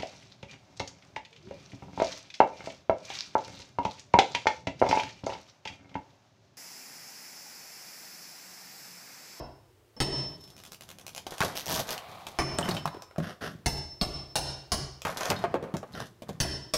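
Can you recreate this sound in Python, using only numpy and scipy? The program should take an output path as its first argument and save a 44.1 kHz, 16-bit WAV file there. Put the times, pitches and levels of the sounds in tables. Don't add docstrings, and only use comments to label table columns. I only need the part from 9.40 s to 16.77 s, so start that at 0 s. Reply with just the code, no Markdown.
import sys
import numpy as np
from scipy import signal
from scipy.fft import rfft, irfft
from scipy.io import wavfile
from scipy.ndimage import uniform_filter1d, minimum_filter1d

SR = 44100
rng = np.random.default_rng(int(sys.argv[2]) if len(sys.argv) > 2 else 0)


def to_wav(s):
    ch = np.atleast_2d(s).T
    pcm = np.round(np.clip(ch, -1, 1) * 32767)
    wavfile.write(sys.argv[1], SR, pcm.astype(np.int16))


N = 325017
TIME = np.arange(N) / SR

# (time [s], clack level [dB], thud level [dB],
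# snap level [dB], clack pitch [Hz], crunch t60 [s], delay of the rebound [s])
KNOCKS = [(1.867, -35, -55, -34.5, 778, 0.026, 0.054), (2.005, -21, -23, -23, 856, 0.067, .041),
          (2.016, -12.5, -40, -20, 1430, 0.053, .008), (2.034, -14.5, -28, -17.5, 557, 0.14, .012),
          (2.396, -30, -38, -45, 674, 0.07, 0.0086), (2.868, -47, -55, -35.5, 627, .03, 0.018),
          (3.187, -18, -20, -25, 608, .045, 0.022), (3.290, -23, -21, -24, 665, 0.052, 0.023),
          (3.348, -31, -39, -34, 583, 0.027, 0.018), (3.456, -22, -30, -30.5, 976, 0.021, 0.02),
          (3.544, -36.5, -51, -52.5, 423, 0.039, 0.025), (3.782, -30.5, -24.5, -43, 581, 0.03, .019),
          (5.651, -25, -36.5, -32, 928, .05, 0.018), (5.902, -20, -31, -18.5, 630, 0.14, .009),
          (5.918, -15, -19.5, -32, 1025, 0.031, .012), (6.040, -18, -45, -43, 712, 0.068, 0.0087),
          (6.142, -14, -28, -37.5, 516, 0.08, 0.014), (6.226, -30, -35, -44.5, 466, 0.048, 0.013),
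          (6.340, -28, -32, -44, 400, 0.063, 0.0067), (6.429, -37.5, -58, -57, 624, .05, .008),
          (6.821, -41, -49, -47.5, 475, .05, 0.0097), (6.891, -37, -36, -41, 496, 0.076, 0.0066),
          (7.045, -26.5, -46, -53, 697, 0.044, .005)]
# (frequency [Hz], relative gain [dB])
THUD_COLOUR = [(20, -48), (60, 2), (170, 11.5), (280, 2), (500, -11.5), (2000, -63)]
# (frequency [Hz], relative gain [dB])
RATTLE_COLOUR = [(150, -25.5), (400, 4.5), (700, 9), (1100, 5), (1800, 2.5), (3000, -8.5), (8000, -79)]


def amp(db):
    return 10 ** (np.asarray(db) / 20)


def evened(x):
    return x / np.sqrt(np.mean(x ** 2) + 1e-20)


def peaked(x, size=220):
    power = uniform_filter1d(x ** 2, size, mode="constant")
    return x / np.sqrt(power.max())


def read(points, hz):
    f, value = np.transpose(points)
    return np.interp(np.log(hz + 1), np.log(f + 1), value)


def add(mix, s, sound):
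    start = round(s * SR)
    sound = sound[max(-start, 0):]
    part = mix[max(start, 0):][:len(sound)]
    part += sound[:len(part)]


def coloured(x, points, size=2048):
    hz = abs(np.fft.fftfreq(size, 1 / SR))
    log_gain = np.log(amp(read(points, hz)))
    response = np.exp(np.conj(signal.hilbert(log_gain)))
    taps = np.fft.ifft(response).real[:size // 2]
    return signal.fftconvolve(x, taps)[:len(x)]


def burst(t60, grit, size=6000):
    x = rng.standard_normal(size) * amp(-60 * np.arange(size) / SR / t60)
    x *= grit / np.linalg.norm(x)
    x[0] += 1
    return x


def modes(table, t, spread_db=2):
    total = 0
    for hz, db, t60 in table:
        level_db = db + spread_db * rng.standard_normal() - 60 * t / t60
        total = total + amp(level_db) * np.sin(2 * np.pi * hz * t) * rng.choice([-1, 1])
    return total


def waver(size, hz):
    spectrum = rfft(rng.standard_normal(size))
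    low_pass = np.exp(-(np.fft.rfftfreq(size, 1 / SR) / hz) ** 2)
    return evened(irfft(spectrum * low_pass, size))


def grains(per_s, spread_db):
    size = amp(spread_db * np.minimum(rng.exponential(1, N), 4))
    return size * rng.choice([-1, 1], N) * (rng.random(N) < per_s / SR)


def stroke(start, length, attack_s, fade_db_per_s):
    t = TIME - start
    return np.clip(t / attack_s, 0, 1) * amp(-fade_db_per_s * np.maximum(t - length, 0))


def stall(x, early_db, late_db, early_t60=0.17, echoes_per_s=900):
    # (frequency [Hz], t60 [s])
    decay_times = [(100, 0.39), (400, 0.51), (1000, 0.57), (2500, 0.58), (5000, 0.58), (9000, 0.43),
                   (15000, 0.23)]
    t = np.arange(SR) / SR
    early, late = rng.choice([-1., 1.], (2, SR))
    early *= (rng.random(SR) < echoes_per_s / SR) * (t > .002) * amp(-60 * t / early_t60)
    late *= 1 - np.exp(-t / 0.0022)
    hz, at, bands = signal.stft(late, SR, nperseg=256)
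    bands = bands * amp(-60 * at / read(decay_times, hz)[:, None])
    late = signal.istft(bands, SR, nperseg=256)[1][:SR]
    echo = amp(early_db) * early / np.linalg.norm(early)
    echo += amp(late_db) * late / np.linalg.norm(late)
    echo[0] += 1
    return signal.fftconvolve(x, echo)[:len(x)]


def room_air(air_db=-62.5):
    # (frequency [Hz], relative gain [dB])
    air_colour = [(18, -55), (30, -9), (121, 6.5), (165, -21), (311, -6), (355, 0.5), (461, -7),
                  (1100, -14.5), (1320, -17), (16000, -30.5)]
    return amp(air_db) * evened(coloured(rng.standard_normal(N), air_colour))


def boom(t, bass_db, t60=0.59, bass_edge_hz=100):
    # (frequency [Hz], width [Hz], relative level [dB])
    resonances = [(48.7, 10, -4.5), (73.8, 16, 2), (135.6, 14.5, 4), (140, 27, -13.5), (187.4, 24, -9.5),
                  (300, 84, -5), (392, 86, -4), (632, 120, -6), (960, 240, -10)]
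    hz = np.fft.rfftfreq(len(t), 1 / SR)
    shape = 0
    for centre, width, db in resonances:
        shape = shape + amp(db) / np.sqrt(width) / (1 + (2 * (hz - centre) / width) ** 2)
    shape = shape * amp(bass_db / (1 + (hz / bass_edge_hz) ** 6))
    x = evened(irfft(shape * np.exp(2j * np.pi * rng.random(len(hz))), len(t)))
    x /= np.sqrt(uniform_filter1d(x ** 2, size=3000))
    return x * amp(-60 * t / t60) * (1 - np.exp(-t / .002))


def bar_ring(t, t60, ring_hz=5317):
    sway = 1 + .45 * (waver(len(t), hz=22) + 1j * waver(len(t), hz=22))
    return amp(-60 * t / t60) * (sway * np.exp(2j * np.pi * ring_hz * t)).imag


def hammer(crack_db=-16, clang_db=-27, boom_db=-24, ring_db=-27):
    # (time [s], force [dB], wall boom [dB], deep bass of the boom [dB],
    # clang [dB], treble tilt [dB per octave, well above 1 kHz], long ring [dB], ring t60 [s])
    blows = [(-.19, 4.5, -4, 3, -52, -5.5, -3, 0.49), (.566, -35, -2, 0, -30, -3, 17.5, 0.34),
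             (.603, 0.5, 8, -13, -11, 0.5, 7.5, 0.77), (2.988, -2.5, 3.5, -8, -31, -.5, 3, 1),
             (4.2607, -5.5, 3.5, 1.5, -15, 2.5, 5, 0.79), (4.614, -3.5, 2.5, 1.5, -10.5, 1.5, 7, 0.63),
             (4.956, -2, 0.5, 1, -15.5, 4.5, 4.5, 0.62), (5.319, -6.5, 3.5, 3.5, -16, 4, -13, 1),
             (7.003, -5.5, 5, -2, -16, 4, 5, 0.69), (7.337, -7, -18, 0, -6, 2, 8, 0.99)]
    # (frequency [Hz], relative level [dB], t60 [s])
    bar_modes = [(2020, -23, 0.25), (2680, -28, 0.12), (3820, -10, 0.095), (3980, -5, 0.035),
                 (4130, 10.5, 0.051), (4540, -27, .12), (5400, 6, 0.27), (6210, -8, 0.15),
                 (6410, -5, 0.047), (8040, 3.5, 0.1), (8070, 7.5, 0.049), (9700, -16, 0.32),
                 (10600, -8, 0.025), (12000, -6.5, 0.13), (13830, -16, 0.06)]
    # (frequency [Hz], relative gain [dB])
    blow_colour = [(30, 13), (100, 9), (450, 7), (900, 6.5), (1500, -1.5), (2300, -7), (2900, -3.5),
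                   (3500, -10.5), (4400, -4.5), (6200, -7.5), (7400, -17.5), (10000, -14), (11500, -26.5),
                   (16000, -29.5)]
    out, t = np.zeros(N), np.arange(int(1.4 * SR)) / SR
    for s, force, wall_db, bass_db, clang, tilt, ring, ring_t60 in blows:
        colour = [(hz, db + tilt * np.log2(1 + hz / 1000)) for hz, db in blow_colour]
        crushing = burst(t60=0.025, grit=3.6, size=len(t))
        crack = amp(crack_db) * peaked(coloured(crushing, colour))
        gripped = [(hz * (1 + .015 * rng.standard_normal()), db, min(t60, .2)) for hz, db, t60 in bar_modes]
        steel = amp(clang_db + clang) * modes(gripped, t, spread_db=4.0)
        wet = stall(crack + steel, early_db=9, late_db=0.5, echoes_per_s=2500)
        wall = amp(boom_db + wall_db) * boom(t, bass_db)
        tone = amp(ring_db + ring) * bar_ring(t, ring_t60)
        add(out, s, amp(force) * (wet + wall + tone))
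    return out


def scraping():
    # (start [s], length [s], relative level [dB])
    drags = [(3.819, 0.08, -40), (4.007, 0.067, -36.5), (6.534, 0.085, -41.5)]
    return sum(amp(db) * stroke(s, length, attack_s=0.014, fade_db_per_s=356) for s, length, db in drags)


def crumble(grit_db=-3, rattle_db=-3, flex_db=-2, debris_db=-27, scrape_flex_db=-2, attack_s=0.019):
    # (start [s], length [s], grit level [dB], hollow rattle level [dB], board rumble level [dB])
    pushes = [(0.87, 0.42, -61, -67, -58), (1.395, 0.52, -69, -66, -59), (1.871, 0.12, -52.5, -51, -74),
              (2.01, 0.058, -29, -31, -35.5), (2.268, 0.13, -35.5, -36.5, -40),
              (2.465, 0.074, -50, -42, -68), (2.66, 0.65, -57, -61, -58), (3.176, 0.13, -41, -33.5, -31.5),
              (4.072, 0.092, -66, -63, -47.5), (5.658, 0.042, -38, -40, -44.5),
              (5.756, 0.18, -36.5, -36, -57), (5.889, 0.013, -35, -28, -27.5), (6.04, 0.097, -70, -70, -43),
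              (6.456, 0.22, -63.5, -64, -53.5), (6.857, 0.056, -63, -58, -48)]
    # (frequency [Hz], relative gain [dB])
    grit_colour = [(600, 8), (2000, -17), (3200, 8.5), (6000, 7), (8000, -0.5), (13000, 1.5),
                   (16000, -38.5)]
    breaking = falling = bending = shaken = 0
    for s, length, break_db, fall_db, bend_db in pushes:
        breaking = breaking + amp(break_db) * stroke(s, length, attack_s, fade_db_per_s=304)
        falling = falling + amp(fall_db) * stroke(s, length, attack_s, fade_db_per_s=202)
        bending = bending + amp(bend_db) * stroke(s, length, attack_s, fade_db_per_s=109)
    for s, clack, *_ in KNOCKS:
        shaken = shaken + amp(clack + debris_db) * stroke(s, 0, attack_s, fade_db_per_s=152)
    grit = evened(coloured(grains(per_s=350, spread_db=6.5), grit_colour)) * breaking
    rattle = evened(coloured(grains(per_s=830, spread_db=5.0), RATTLE_COLOUR)) * (falling + shaken)
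    flex = evened(coloured(grains(per_s=480, spread_db=3.0), THUD_COLOUR))
    flex *= bending + amp(scrape_flex_db) * scraping()
    loose = amp(grit_db) * grit + amp(rattle_db) * rattle
    return stall(loose, early_db=-0.5, late_db=-23) + amp(flex_db) * flex


def tick(crunch_db, top_db, tick_db=-5):
    # (frequency [Hz], relative gain [dB])
    tick_colour = [(500, -5.5), (2000, 3), (3000, 5), (4300, 0), (5900, 3), (7500, -2), (10000, -28),
                   (16000, -75)]
    # (frequency [Hz], relative gain [dB])
    top_colour = [(3000, -82), (7000, -39), (9000, -2.5), (13000, -5.5), (16000, -12)]
    snap = burst(t60=.012, grit=1.2, size=2000)
    parts = (tick_db, tick_colour), (top_db, top_colour), (crunch_db, RATTLE_COLOUR)
    return sum(amp(db) * peaked(coloured(snap, colour)) for db, colour in parts)


def ticks(crunch_db=-6, nudge_crunch_db=-8, uneven_db=2.5, count=3, gap_s=0.013, fade_db=-2):
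    # (time [s], mean level of the first tick [dB])
    nudges = [(1.077, -52), (1.1659, -47), (1.2372, -43), (1.32, -42.5), (1.409, -40.5), (1.49, -41),
              (1.586, -44), (1.6664, -38), (1.749, -39), (1.982, -38)]
    # (time [s], level [dB], relative low crunch level [dB])
    chips = [(1.2012, -46.5, -3), (1.7794, -31, -6.5), (2.491, -31, -18), (2.579, -32, -28),
             (3.369, -35, -8), (3.622, -39, -1), (3.711, -58, 14.5), (3.761, -56, 19), (5.619, -34, -9),
             (5.809, -29, -13), (5.8328, -28, 2), (5.8556, -27, -9), (6.3684, -34.5, -38),
             (6.603, -35.5, 6.5)]
    out = np.zeros(N)
    for s, db in nudges:
        for k in range(count):
            late, size = rng.standard_normal(2)
            at = s + gap_s * (k + 0.09 * late * np.sqrt(k))
            gain = amp(db + fade_db * k + uneven_db * size)
            add(out, at, gain * tick(crunch_db + nudge_crunch_db, top_db=-11))
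    for s, db, crunch in chips:
        add(out, s, amp(db) * tick(crunch_db + crunch, top_db=-16))
    return stall(out, early_db=-3.5, late_db=-19, echoes_per_s=2400)


def knocks(clack_db=-2, crunch_db=-2, thud_db=-1, snap_db=-1, rebound_db=-6,
           overtone_damping=0.45, clack_t60=0.035):
    # (multiple of its pitch [ratio], relative level [dB])
    tile_modes = [(.46, -14.5), (.72, -2), (1, 4.5), (1.31, -1), (1.74, -13.5), (2.3, -26), (3.1, -17),
                  (4.4, -31)]
    # (multiple of its pitch [ratio], relative gain [dB])
    crunch_colour = [(.1, -32), (.5, 0), (1, 1), (1.9, -6), (3, -16.5), (6, -28.5), (20, -56)]
    # (frequency [Hz], relative gain [dB])
    snap_colour = [(800, 4.5), (2000, -3.5), (3000, 2.5), (5500, -2), (7500, -7), (12500, -11.5),
                   (16000, -16)]
    out, t = np.zeros(N), np.arange(6000) / SR
    for s, clack, thud, snap, pitch, crunch_t60, rebound_s in KNOCKS:
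        colour = [(pitch * k, db) for k, db in crunch_colour]
        for delay, contact_db in (0, 0), (rebound_s, rebound_db):
            piece = [(pitch * k * (1 + 0.044 * rng.standard_normal()), db, clack_t60 / k ** overtone_damping)
                     for k, db in tile_modes]
            body = amp(clack_db + clack) * peaked(modes(piece, t, spread_db=2.0))
            body += amp(crunch_db + clack) * peaked(coloured(burst(t60=crunch_t60, grit=3.4), colour))
            low = amp(thud_db + thud) * peaked(coloured(burst(t60=0.21, grit=1.0), THUD_COLOUR))
            high = amp(snap_db + snap) * peaked(coloured(burst(t60=0.033, grit=4.7), snap_colour))
            add(out, s + delay, amp(contact_db) * (body + low + high))
    return stall(out, early_db=-5.5, late_db=-14.5, early_t60=0.13, echoes_per_s=1200)


def creak(creak_db=-3, slip_spread_db=2.0):
    # (start [s], length [s], relative level [dB], slip rate at its middle before wavering [slips per s])
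    slipping = [(2.153, .045, -28, 190), (2.256, .03, -34.5, 105), (2.29, .115, -30, 170),
                (2.502, .03, -33, 260)]
    # (frequency [Hz], relative gain [dB])
    creak_colour = [(100, -1.5), (400, 5.5), (700, 11), (1300, -1), (2200, -1), (3100, 4.5), (4500, 4),
                    (5800, 5.5), (7500, -4.5), (11000, -4.5), (13300, 3.5), (14500, -15), (16000, -0.5)]
    start, length, _, rate = np.transpose(slipping)
    per_s = np.interp(TIME, start + length / 2, rate)
    pressure = sum(amp(db) * stroke(s, hold, attack_s=0.0028, fade_db_per_s=705) for s, hold, db, _ in slipping)
    turns = np.cumsum(per_s * np.exp(.3 * waver(N, hz=120))) / SR
    slips = np.diff(np.floor(turns), prepend=0) / np.sqrt(per_s)
    slips *= amp(slip_spread_db * rng.standard_normal(N))
    fade = np.exp(-np.arange(400) / SR / .0009)
    snaps = signal.fftconvolve(slips, fade)[:N] * rng.standard_normal(N)
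    x = evened(coloured(snaps, creak_colour))
    return stall(amp(creak_db) * x * pressure, early_db=-6.0, late_db=-21, echoes_per_s=1400)


def slide(slide_db=-47.5):
    # (start [s], length [s], attack [s], fade [dB per s])
    sand_flow = (2.37, .36, 0.065, 21)
    # (frequency [Hz], relative gain [dB])
    sand_colour = [(150, -26), (500, -2), (750, 8), (950, 1.5), (1200, 2.5), (1600, -13), (2250, -4.5),
                   (2800, -10), (4000, -8.5), (6000, -26), (16000, -26)]
    rush = evened(coloured(grains(per_s=2700, spread_db=-2.0), sand_colour))
    return amp(slide_db) * stroke(*sand_flow) * rush


def clinks(clink_db=0, t60=0.033):
    # (time [s], level [dB], main frequency [Hz])
    glances = [(3.186, -22.5, 8160), (3.228, -23.5, 3040), (3.31, -20, 4320), (3.368, -28.5, 3060),
               (4.259, -27, 4200), (4.613, -10.5, 4350), (4.956, -36, 4570), (5.964, -22.5, 4230),
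               (6.537, -43, 4200), (7.002, -20, 6300)]
    out, t = np.zeros(N), np.arange(8000) / SR
    for s, db, hz in glances:
        partials = [(hz * k, share_db, t60) for k, share_db in ((.89, -7), (1, 0), (1.2, -9))]
        add(out, s, amp(clink_db + db) * modes(partials, t))
    return stall(out, early_db=-3, late_db=-19)


def scrape(scrape_db=-2):
    # (frequency [Hz], relative gain [dB])
    scrape_colour = [(60, -17), (300, 0), (600, 7.5), (950, -3.5), (1500, 6.5), (1850, 2.5), (2300, -10),
                     (2900, -3), (4300, -10.5), (5500, -7), (7500, -24.5), (10700, -19), (12300, -21),
                     (16000, -38)]
    rasp = evened(coloured(grains(per_s=1500, spread_db=3.0), scrape_colour))
    return stall(amp(scrape_db) * rasp * scraping(), early_db=-6.5, late_db=-18.5)


def scene():
    blows_and_ground = room_air() + hammer()
    levering = crumble() + ticks() + creak() + scrape()
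    pieces = knocks() + slide() + clinks()
    return (blows_and_ground + levering + pieces)[None]


def record(dry, ceiling_db=-15, recovery_db_per_s=110, hold_s=0.042, round_at=.25, edge_hz=15800):
    over_db = np.maximum(20 * np.log10(abs(dry[0]) + 1e-9) - ceiling_db, 0)
    hold = 2 * int(hold_s * SR / 2) + 1
    held = -minimum_filter1d(-over_db, hold, origin=hold // 2)
    fall = recovery_db_per_s * TIME
    duck_db = uniform_filter1d(np.maximum.accumulate(held + fall) - fall, size=40)
    rounded = round_at * np.tanh(dry * amp(-duck_db) / round_at)
    low_pass = signal.firwin(301, edge_hz, window=("kaiser", 8), fs=SR)
    return signal.oaconvolve(rounded, low_pass[None], "same")


dry = scene()
out = record(dry)
to_wav(out)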